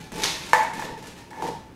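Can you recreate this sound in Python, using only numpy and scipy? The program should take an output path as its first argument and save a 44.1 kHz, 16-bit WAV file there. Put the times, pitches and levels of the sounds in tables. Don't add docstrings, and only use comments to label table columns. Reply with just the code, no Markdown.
import sys
import numpy as np
from scipy import signal
from scipy.fft import rfft, irfft
from scipy.io import wavfile

SR = 44100
rng = np.random.default_rng(int(sys.argv[2]) if len(sys.argv) > 2 else 0)


def store_wav(level_fs):
    pcm = np.round(np.clip(np.atleast_2d(level_fs), -1, 1) * 32767)
    wavfile.write(sys.argv[1], SR, pcm.T.astype(np.int16))


N = 77175

# (frequency [Hz], density [dB])
HUSH_SPECTRUM = [(20, -34), (45, -7), (70, -5), (130, -4.5), (300, -4.5), (700, -19), (2000, -25),
                 (6000, -36.5), (15000, -44.5)]
# (start [s], length [s], level [dB], swell [dB], ring over hiss [dB])
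SLIDES = [(0, 0.081, -49.5, -11.5, -5.5), (0.123, 0.084, -41, 11.5, -0.5), (0.194, 0.067, -33, 9, -29),
          (0.268, 0.17, -42, -9, -7), (0.411, 0.21, -44.5, -2.5, -5), (0.738, 0.123, -43, 4.5, 3.5),
          (0.973, 0.039, -50.5, -8, -4), (1.022, .12, -50.5, -6, -4), (1.161, 0.066, -52.5, -2.5, 0.5),
          (1.326, .09, -53, 8, 9.5), (1.417, 0.081, -44, -5, -4.5)]
# (frequency [Hz], density [dB])
SLIDE_SPECTRUM = [(150, -1.5), (600, 4), (1400, 2.5), (2300, 5), (3000, 1.5), (4000, -1.5), (6300, -2.5),
                  (8000, -7), (12000, -10.5), (16000, -26.5)]
# (time [s], level [dB], treble cutoff [Hz])
FLOOR_THUMPS = [(.002, -39, 220), (0.118, -32.5, 288), (0.149, -33, 238), (0.177, -31, 706),
                (.222, -31.5, 895), (0.253, -36.5, 600), (.445, -37.5, 243), (0.534, -38, 400),
                (0.661, -38.5, 300), (.735, -37, 290), (.775, -35.5, 256), (.84, -32.5, 440),
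                (0.896, -33, 296), (.975, -37, 450), (1.071, -41, 400), (1.3, -46.5, 300),
                (1.394, -35.5, 600), (1.425, -28, 554), (1.447, -27.5, 680), (1.476, -31, 600)]
# (frequency [Hz], density [dB])
BOARD_SPECTRUM = [(40, -9), (100, -20.5), (155, 1.5), (210, -2.5), (330, -2), (480, 5), (580, -5),
                  (680, -4.5), (1200, -12), (4000, -56)]
# (time [s], ring [dB], slap [dB], treble cutoff [Hz])
BOTTLE_KNOCKS = [(.119, -42, -39.5, 1970), (.19, -41, -40.5, 1230), (.236, -39, -36, 2500),
                 (.49, -45, -38, 990), (0.5328, -8, -11.5, 13800), (.575, -20, -42, 810),
                 (.612, -23.5, -43, 900), (.734, -30.5, -50, 1800), (0.7948, -33, -37, 2910),
                 (.823, -28.5, -30, 2040), (.853, -27.5, -51, 1100), (.885, -37, -37, 1090),
                 (1.3091, -36, -49, 2560), (1.332, -48, -40.5, 2520), (1.3692, -29, -47, 697),
                 (1.398, -27, -37, 694), (1.4225, -17, -23, 705), (1.447, -22, -38, 674),
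                 (1.466, -27.5, -27.5, 940)]
# (frequency [Hz], level [dB], t60 [s])
BOTTLE_MODES = [(498.4, -12, 0.082), (650, -18, 0.13), (754, -13, 0.11), (823, -12, 0.16), (872.7, -3, 0.2),
                (924.4, -3.5, 0.15), (995, -17.5, 0.087), (1677, -15, 0.047), (1742, -6.5, .13),
                (1803, -11, 0.074), (1954, -20, 0.34), (2220, -10.5, 0.067), (2440, -42, 0.11)]
# (frequency [Hz], density [dB])
SLAP_SPECTRUM = [(100, -29), (450, -26.5), (680, -24), (850, 6.5), (1100, 1), (1400, -5), (1750, 4),
                 (2250, -6.5), (2800, -13.5), (5400, -31), (7000, -16), (8500, -31.5), (12000, -26),
                 (16000, -36)]
# (time [s], level [dB])
CLAW_TICKS = [(.1191, -39), (.1575, -38.5), (.1815, -37.5), (.46, -42), (.495, -38), (.538, -27.5),
              (.632, -36), (.7345, -37.5), (.7955, -37.5), (.821, -54), (1.0261, -48), (1.0705, -40.5),
              (1.078, -47), (1.178, -49), (1.306, -46.5), (1.4225, -41.5), (1.475, -40)]
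# (frequency [Hz], density [dB])
CLAW_SPECTRUM = [(300, -2), (1500, 3.5), (4000, -0.5), (9000, -3), (12000, -10), (16000, -19)]
# (time [s], level [dB])
DENT_SNAPS = [(.2205, -31), (.2354, -19.5), (.2408, -20.5), (.2565, -24), (.5335, -30.5)]
# (frequency [Hz], density [dB])
SNAP_SPECTRUM = [(200, -27), (900, -14), (2200, 7), (2900, 0.5), (3600, 8), (5200, 4), (6400, 6),
                 (7300, -3.5), (12000, -6.5), (16000, -44)]
# (frequency [Hz], t60 [s])
ROOM_DECAY = [(100, 0.89), (400, 0.39), (900, 0.52), (2000, 0.72), (5000, 0.54), (9000, 0.58),
              (15000, 0.41)]
# (frequency [Hz], tail over direct sound [dB])
ROOM_BALANCE = [(150, 2.5), (900, 0.5), (1800, -2.5), (4000, 2.5), (12000, -3.5)]
WALL_ECHOES = [.0031, .0068, .0135, .0215]

EVENT_SAMPLES = 32768
FFT_SIZE = EVENT_SAMPLES + EVENT_SAMPLES // 4
T = np.arange(EVENT_SAMPLES) / SR
HZ = np.fft.rfftfreq(FFT_SIZE, 1 / SR)


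def amp(db):
    return 10 ** (np.asarray(db) / 20)


def along(points, hz):
    freqs, values = np.transpose(points)
    return np.interp(np.log(hz + 1), np.log(freqs), values)


def blow(x):
    return x * np.sqrt(.005 * SR / np.sum(x ** 2))


def colour(spectrum):
    cepstrum = irfft(np.log(amp(along(spectrum, HZ))), FFT_SIZE)
    cepstrum[1:FFT_SIZE // 2] *= 2
    cepstrum[FFT_SIZE // 2 + 1:] = 0
    return np.exp(rfft(cepstrum))


def filtered(x, response):
    return irfft(rfft(x, FFT_SIZE) * response, FFT_SIZE)[:EVENT_SAMPLES]


def convolved(x, answer):
    return signal.fftconvolve(x, answer)[:EVENT_SAMPLES]


def add(out, s, x):
    i = max(round(s * SR), 0)
    out[i:i + len(x)] += x[:N - i]


def room_tail(build_s=.0092):
    hz, t, noise = signal.stft(rng.standard_normal(EVENT_SAMPLES), SR, nperseg=256)
    fade = amp(-60 * t / along(ROOM_DECAY, hz)[:, None]) * (1 - np.exp(-t / build_s))
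    energy = np.sum(fade ** 2, axis=1, keepdims=True) * t[1] * SR
    fade *= amp(along(ROOM_BALANCE, hz))[:, None] / np.sqrt(energy)
    return signal.istft(noise * fade, SR)[1][:EVENT_SAMPLES]


def in_room(x, echo_db=-15.5):
    answer = room_tail()
    answer[0] += 1
    for s in WALL_ECHOES:
        answer[round(s * rng.uniform(.9, 1.1) * SR)] += amp(echo_db)
    return convolved(x, answer)


def pulse(response):
    return blow(irfft(response, FFT_SIZE)[:EVENT_SAMPLES])


def burst(response, t60_s):
    return blow(filtered(rng.standard_normal(EVENT_SAMPLES) * amp(-60 * T / t60_s), response))


def crack(response, t60_s):
    return burst(response, t60_s) + convolved(pulse(response), room_tail())


def house_hush(level_db=-47):
    shape = amp(along(HUSH_SPECTRUM, np.fft.rfftfreq(N, 1 / SR)))
    noise = irfft(rfft(rng.standard_normal(N)) * shape, N)
    return amp(level_db) * noise / noise.std()


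def bottle_ring(attack_s=.00074):
    ring = 0
    for hz, db, t60 in BOTTLE_MODES:
        decay = amp(db + rng.normal(0, 1) - 60 * T / t60)
        ring += decay * np.sin(2 * np.pi * (hz * T + rng.random()))
    return blow(ring * (1 - np.exp(-T / attack_s)))


def scuffs(slips_per_s=2500, spread_db=4, edge_s=.005):
    out, rasp = np.zeros(N), colour(SLIDE_SPECTRUM)
    for s, length, db, swell_db, ring_db in SLIDES:
        slips = (rng.random(EVENT_SAMPLES) < slips_per_s / SR) * rng.choice([-1, 1], EVENT_SAMPLES)
        slips = slips * amp(spread_db * rng.standard_normal(EVENT_SAMPLES))
        edges = np.clip(np.minimum(T, length - T) / edge_s, 0, 1)
        slips *= edges * amp(swell_db * np.minimum(T / length, 1))
        hiss = filtered(slips, rasp)
        ring = convolved(slips, bottle_ring())
        slide = hiss / np.linalg.norm(hiss) + amp(ring_db) * ring / np.linalg.norm(ring)
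        add(out, s, amp(db) * np.sqrt(length * SR) * in_room(slide))
    return out


def floor_thumps():
    out, boards = np.zeros(N), colour(BOARD_SPECTRUM)
    for s, db, cutoff in FLOOR_THUMPS:
        padded = boards / (1 + 1j * np.sqrt(2) * HZ / cutoff - (HZ / cutoff) ** 2)
        add(out, s, amp(db) * crack(padded, t60_s=.13))
    return out


def bottle_knocks(ring_room_db=-1.5, chatter_db=-6):
    out, plastic = np.zeros(N), colour(SLAP_SPECTRUM)
    for s, ring_db, slap_db, cutoff in BOTTLE_KNOCKS:
        ring = bottle_ring()
        ring += amp(ring_room_db) * convolved(ring, room_tail())
        slap = in_room(pulse(plastic)) + amp(chatter_db) * burst(plastic, t60_s=.024)
        dulling = signal.butter(2, cutoff, fs=SR, output="sos")
        add(out, s, signal.sosfilt(dulling, amp(ring_db) * ring + amp(slap_db) * slap))
    return out


def claw_ticks():
    out, claw = np.zeros(N), colour(CLAW_SPECTRUM)
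    for s, db in CLAW_TICKS:
        add(out, s, amp(db) * crack(claw, t60_s=.068))
    return out


def dent_snaps():
    out, snap = np.zeros(N), colour(SNAP_SPECTRUM)
    for s, db in DENT_SNAPS:
        add(out, s, amp(db) * crack(snap, t60_s=.034))
    return out


def scene():
    bottle = bottle_knocks() + dent_snaps() + scuffs()
    puppy = floor_thumps() + claw_ticks()
    return (bottle + puppy + house_hush())[None]


def record(dry):
    ceiling, top_hz = .76, 15850
    rounded = dry / (1 + np.abs(dry / ceiling) ** 8) ** (1 / 8)
    band_limit = 1 / (1 + (np.fft.rfftfreq(2 * N, 1 / SR) / top_hz) ** 200)
    return irfft(rfft(rounded, 2 * N) * band_limit)[:, :N]


dry = scene()
out = record(dry)
store_wav(out)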